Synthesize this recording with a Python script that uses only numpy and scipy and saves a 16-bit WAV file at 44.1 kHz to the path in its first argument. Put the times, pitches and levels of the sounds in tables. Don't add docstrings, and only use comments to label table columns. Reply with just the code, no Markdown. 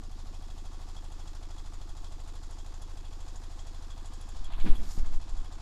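import sys
import numpy as np
from scipy import signal
from scipy.fft import rfft, irfft
from scipy.io import wavfile
from scipy.ndimage import uniform_filter1d

SR = 44100
rng = np.random.default_rng(int(sys.argv[2]) if len(sys.argv) > 2 else 0)


def transcribe(u):
    v = np.clip(np.atleast_2d(u).T, -1, 1)
    q = np.round(v * 32767).astype(np.int16)
    wavfile.write(sys.argv[1], SR, q)


def undo_db(level):
    steps = np.asarray(level, float) / 20
    return 10 ** steps


N = 247401

CYCLE_HZ, START_CYCLE = 12.94135, .21757
# time_s, lead_cycles
CRANK_LEAD = [(0, 0), (1, -.009), (2, .004), (2.6, .013), (3.05, .012), (4.4, -.028), (5, -.027),
              (5.6, .003)]
STROKES = [
    (0.245, -0.023, 0.09),
    (0.536, 0.007, 0.03),
    (0.744, -0.02, 0.048),
    (1.001, 0.023, 0.074),
]
KNOCK_PLACE = .716
# centre_hz, width_hz, decay_s, trim_db
KNOCK_BODY = [
    (3335, 145, 0.023, 1),
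    (7040, 1240, 0.014, 1.5),
    (10300, 1100, 0.0047, 3.5),
]
# top_db,
# shortfall_db
KNOCK_LEVELS = [
    (-59.5, 3),
    (-55, 11),
    (-64, 1),
]
# time_s, ring_db, hiss_db, tick_db
SET_KNOCKS = [(.116, -2, -16, -3), (.579, -3.5, -7, -2), (.966, 3, -8, -2), (1.121, -6, -5, -2),
              (1.584, -3, -7, -5), (1.894, -5, -8, -2), (2.048, -1, -14, -2), (2.279, -5.5, -5, 1),
              (2.511, -4, -7, 2.5), (2.585, 0.5, -4, -7), (2.741, -10, -4, -9), (2.819, -4, -4, 6),
              (3.594, 1.5, -2, -15), (3.671, -4, -5, -3), (3.903, 2.5, -5, -9), (4.059, -5, -2, 3),
              (4.135, -3, -1, 3.5), (4.212, -2, -7, 4), (4.29, -6, -4, 1), (4.446, 4.5, -2, 3.5),
              (4.756, 0, -7, 0), (5.14, -5, -7, 0), (.037, -12, -18, -5), (.502, -2, -11, -17.5),
              (3.361, -8, -1, -7), (1.198, -3, -13, -5), (1.506, -1, -13, -14)]
# place_cycles, pitch_hz, t60_s, level_db
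PIPE_RINGS = [(0.566, 77.4, 0.67, -48.6), (0.598, 105.5, 0.1, -48.0), (0.265, 130.7, 0.8, -61.1),
              (0.255, 156.8, 0.28, -59.2), (0.192, 233.1, 0.63, -67.4), (0.277, 292.3, 0.06, -51.2),
              (0.208, 333.1, 0.08, -52.4), (0.239, 354.2, 0.54, -64.9)]
# place_cycles, pitch_hz, t60_s, level_db
METAL_RINGS = [(.44, 429, .5, -74), (.456, 516, .3, -76), (.673, 554, .5, -75), (.477, 668, .2, -66),
               (.487, 745, .2, -63), (.648, 762, .12, -63), (.698, 845, .04, -55), (.44, 861, .12, -61),
               (.47, 1050, .07, -62), (.712, 1085, .12, -63), (.468, 1170, .07, -64), (.56, 910, .1, -65),
               (.6, 1265, .09, -65),
               (.47, 1716, .08, -70), (.52, 2050, .04, -72), (.57, 2540, .05, -74)]
# time_s, level_db
HOPPER_BOOM = [(0, -52), (.7, -56), (1.4, -89), (3.4, -70.5), (4.1, -52.5), (5.6, -60)]
BOOM_PLACE, BOOM_HZ, BOOM_T60_S = .25, 222, .1
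# pitch_hz, level_db (per Hz)
CLATTER_COLOUR = [(100, -23), (150, -3.5), (200, -14.5), (310, -13), (480, -12), (620, -12.5), (900, -11),
                  (1300, -15.5), (2250, -22), (3700, -18), (6000, -21), (7800, -23), (11000, -34.5),
                  (11600, -38), (14400, -44)]
# place_cycles, low_db, high_db
CLATTER_CYCLE = [(0, -3.5, -3.5), (.1, -2.5, -5.5), (.43, -5.5, -7), (.46, 0, -4.5), (.64, -2, -5.5),
                 (.69, -0.5, -0.5), (1, -1.5, -4.5)]
# pitch_hz, width_hz, peak_db
CASINGS = [(820, 260, 1), (900, 31, -3), (1123, 78, 3.5), (1706, 7, 6), (2564, 54, 5), (3500, 150, 2.5),
           (4920, 1640, 4), (6970, 930, 5.5), (10700, 850, 4.5)]
# time_s, clatter_db
FACING = [(0, -0.5), (1, 1.5), (2, .5), (3, 1.4), (4, 1.5), (4.43, 2.5), (5.05, 2), (5.6, 3)]
FACING_TREBLE_SHARE, FACING_TREBLE_DB = 0.49, -1.43
# time_s, cover
PALM_COVER = [(4.43, -0.21), (4.505, 0.64), (4.6, 0.86), (4.68, 0.41), (4.73, 1), (4.8, -0.37),
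              (4.92, -1.2), (5, -0.63), (5.03, -0.13)]
PALM_HZ = 4350
SHADE_MIDDLE_DB, SHADE_TREBLE_DB, CUP_MIDDLE_DB, CUP_TREBLE_DB = 7.5, -4.5, 2, 9.5
SHADE_RING_DB = 10
SHADE_CRACK_DB, SHADE_CRACK_S = -51.5, 0.014
CUP_HISS_DB = -66
# time_s, pressure, width_ms
EDDIES = [(4.408, -0.044, 92), (4.477, 0.069, 45), (4.543, 0.065, 15), (4.601, -0.11, 29),
          (4.636, 0.27, 36), (4.712, -0.52, 26), (4.804, 0.13, 39), (4.888, 0.066, 26), (4.996, -0.2, 20),
          (5.016, 0.19, 39), (5.083, -0.15, 37), (5.124, 0.12, 51), (5.167, -0.23, 27.5),
          (5.235, 0.018, 210), (5.333, -0.081, 18), (5.387, 0.063, 28), (5.411, -0.062, 28)]
# time_s, pressure_step, fade_s
POPS = [(4.588, .02, .006), (4.978, -0.055, .018), (5.2, -.012, .01), (5.138, .015, .008)]
# middle_s, strength_db, half_length_s
PUFFS = [(4.671, -1, 0.021), (4.799, -16.5, 0.025), (4.868, -22.5, 0.023), (4.994, -17.5, 0.015),
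         (5.051, -20.5, 0.012), (5.138, -20, .006)]
# low_hz, high_hz, level_db, slope_db_per_db, length_share, rise_s, fall_s
PUFF_LAYERS = [
    (128, 327, -35, 1.1, 1, 0.0072, 0.035),
    (367, 2140, -46, .55, 0.2, .008, 0.017),
    (2520, 5000, -55.5, 1.3, .8, 0.027, 0.043),
    (6900, 12300, -60, 3.5, 0.93, 0.063, .11),
    (216, 293, -36.5, 1.3, 0.56, 0.0051, 0.0092),
]
RUMBLE_DB, RUMBLE_POWER, RUMBLE_SMEAR_S = -21.5, 0.78, 0.058
TOP_HZ = 14300


def crank(t):
    return START_CYCLE + CYCLE_HZ * t + np.interp(t, *np.transpose(CRANK_LEAD))


def crank_times(cycles):
    at = (cycles - START_CYCLE) / CYCLE_HZ
    return at - np.interp(at, *np.transpose(CRANK_LEAD)) / CYCLE_HZ


def strokes(cycle):
    heave = 0
    for place, size, width in STROKES:
        away = (cycle - place + .5) % 1 - .5
        heave = heave + size * np.exp(-.5 * (away / width) ** 2)
    wander = level(band(rng.standard_normal(N), 3.0, 5.8), -48.5)
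    return heave - heave.mean() + wander


def firings():
    at = crank_times(np.arange(72) + KNOCK_PLACE)
    at = at + 0.0011 * rng.standard_normal(len(at))
    top_db, short_db = np.transpose(KNOCK_LEVELS)
    db = top_db - 4.0 - short_db * rng.exponential(size=(len(at), 3))
    for s, *over_db in SET_KNOCKS:
        db[np.argmin(np.abs(at - s))] = top_db + over_db
    db[:, 0] += SHADE_RING_DB * shading(at)[0]
    return at, db


def knocks(t):
    at, db = firings()
    out = np.zeros(N)
    for k, (hz, width, decay_s, trim_db) in enumerate(KNOCK_BODY):
        strength = undo_db(trim_db + db[:, k])
        rebound_at = at + .009 + .004 * rng.random(len(at))
        hits = np.zeros(N + SR)
        hits[(at * SR).astype(int)] = strength
        hits[(rebound_at * SR).astype(int)] = 0.13 * strength
        hits = hits[:N]
        env = uniform_filter1d(fade(hits, decay_s), size=14)
        out += env * level(band(rng.standard_normal(N), hz - width / 2, hz + width / 2), 0)
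    crack = fade(1. * (hits > 0), SHADE_CRACK_S) * shading(t)[0]
    crack = uniform_filter1d(crack, size=80)
    out += undo_db(SHADE_CRACK_DB) * crack * level(band(rng.standard_normal(N), 2160, 3950, order=4), 0)
    click = fade(hits, 0.0034)
    return out + click * level(band(rng.standard_normal(N), 8000, 16000, order=1), -8)


def struck(place, hz, t60, db):
    count, lead = np.arange(-12, 74), SR
    at = crank_times(count + place) + 4e-5 * rng.standard_normal(len(count))
    scatter_db = 1.17 * np.sqrt(hz / 1000) * rng.standard_normal(len(count))
    blows = np.zeros(N + 2 * lead)
    blows[(at * SR).astype(int) + lead] = undo_db(db + scatter_db)
    soft = int(SR / hz)
    push = np.hanning(soft) * np.cos(2 * np.pi * hz * np.arange(soft) / SR)
    pushes = np.convolve(blows, 4 * push / soft)[:N + lead]
    return ring(pushes, hz, t60)[lead:]


def rings(table):
    return sum(struck(*row) for row in table)


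def hopper_boom(t):
    boom = struck(BOOM_PLACE, BOOM_HZ, BOOM_T60_S, 0)
    return boom * undo_db(np.interp(t, *np.transpose(HOPPER_BOOM)))


def repeating(t, cycle):
    size, hold_s = int(SR / CYCLE_HZ), 1.6
    patterns = rng.standard_normal((int(N / SR / hold_s) + 2, size))
    k, blend = np.divmod(t / hold_s, 1)
    k = k.astype(int)
    place = (cycle % 1 * size).astype(int)
    turn = np.pi / 2 * blend
    return patterns[k, place] * np.cos(turn) + patterns[k + 1, place] * np.sin(turn)


def clatter(t, cycle):
    hz = np.fft.rfftfreq(N, 1 / SR) + 1
    hz_pts, db_pts = np.transpose(CLATTER_COLOUR)
    db = np.interp(np.log(hz), np.log(hz_pts), db_pts)
    for f, width, peak_db in CASINGS:
        db = db + peak_db / (1 + (2 * (hz - f) / width) ** 2)
    same = np.interp(hz, [400, 800, 1300, 2600], [.25, .5, .5, 0])
    steady = np.sqrt(same) * rfft(repeating(t, cycle))
    chance = np.sqrt(1 - same) * rfft(rng.standard_normal(N))
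    colour = (steady + chance) * undo_db(db)
    place, low_db, high_db = np.transpose(CLATTER_CYCLE)
    low = np.interp(cycle % 1, place, low_db)
    high = np.interp(cycle % 1, place, high_db)
    out = 0
    for centre in 88 * 2 ** (np.arange(16) / 2):
        window = np.clip(1 - np.abs(2 * np.log2(hz / centre)), 0, 1)
        part = irfft(colour * window, N)
        share = np.clip(np.log2(centre / 1500), 0, 1)
        out = out + part * undo_db((1 - share) * low + share * high + .6 * walk(25))
    return level(out * undo_db(0.97 * walk(400)), -58.0)


def shading(t):
    cover = np.interp(t, *np.transpose(PALM_COVER))
    return np.clip(cover, 0, None), np.clip(-cover, 0, None)


def palm(x, t):
    facing_db = np.interp(t, *np.transpose(FACING))
    shade, cup = shading(t)
    middle_db = facing_db + SHADE_MIDDLE_DB * shade + CUP_MIDDLE_DB * cup
    treble_db = FACING_TREBLE_DB + FACING_TREBLE_SHARE * facing_db
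    treble_db = treble_db + SHADE_TREBLE_DB * shade + CUP_TREBLE_DB * cup
    dull = signal.sosfiltfilt(signal.butter(8, PALM_HZ, fs=SR, output="sos"), x)
    bass = signal.sosfiltfilt(signal.butter(4, 660, fs=SR, output="sos"), x)
    return bass + (dull - bass) * undo_db(middle_db) + (x - dull) * undo_db(treble_db)


def puffing(t, slope, share, rise_s, fall_s):
    out = 0
    for s, db, half_s in PUFFS:
        before = np.clip(s - share * half_s - t, 0, None)
        after = np.clip(t - s - share * half_s, 0, None)
        out = out + undo_db(slope * db) * np.exp(-before / rise_s - after / fall_s)
    return out


def wind_noise(lo_hz, hi_hz, order=2):
    return level(band(rng.standard_normal(N), lo_hz, hi_hz, order), 0) * undo_db(walk(40))


def gust(t):
    eddies = sum(size * np.exp(-.5 * ((t - s) / (ms / 2400)) ** 2) for s, size, ms in EDDIES)
    pops = sum(step * (t > s) * np.exp(-np.abs(t - s) / fade_s) for s, step, fade_s in POPS)
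    smeared = uniform_filter1d(np.abs(eddies), int(RUMBLE_SMEAR_S * SR))
    stir = np.abs(smeared) ** RUMBLE_POWER
    rumble = undo_db(RUMBLE_DB) * stir * wind_noise(24.6, 55.5, order=4)
    out = eddies + uniform_filter1d(pops, size=60) + rumble
    for lo_hz, hi_hz, db, *shape in PUFF_LAYERS:
        out = out + undo_db(db) * puffing(t, *shape) * wind_noise(lo_hz, hi_hz)
    cup_hiss = undo_db(CUP_HISS_DB) * shading(t)[1] * wind_noise(7300, 16000)
    return out + cup_hiss


def level(x, db):
    return x * undo_db(db) / np.sqrt(np.mean(x ** 2))


def band(x, lo_hz, hi_hz, order=2):
    return signal.sosfilt(signal.butter(order, [lo_hz, hi_hz], "band", fs=SR, output="sos"), x)


def fade(hits, decay_s):
    return signal.lfilter([1], [1, -np.exp(-1 / (decay_s * SR))], hits)


def ring(x, hz, t60):
    pole = np.exp(2j * np.pi * hz / SR - np.log(1000) / (t60 * SR))
    return signal.lfilter([1], [1, -pole], x).imag


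def walk(rate):
    k = int(SR / rate)
    held = np.repeat(rng.standard_normal(N // k + 1), k)
    return 1.78 * uniform_filter1d(uniform_filter1d(held, k), k)[:N]


def scene():
    t = np.arange(N) / SR
    cycle = crank(t)
    metal = palm(clatter(t, cycle) + rings(METAL_RINGS), t)
    engine = strokes(cycle) + knocks(t) + rings(PIPE_RINGS) + hopper_boom(t)
    return (engine + metal + gust(t))[None]


def top_cut(x):
    return signal.sosfilt(signal.butter(12, 14480, fs=SR, output="sos"), x)


def record(dry):
    cut = signal.sosfilt(signal.ellip(8, .2, 70, TOP_HZ, fs=SR, output="sos"), dry)
    return top_cut(cut)


dry = scene()
out = record(dry)
transcribe(out)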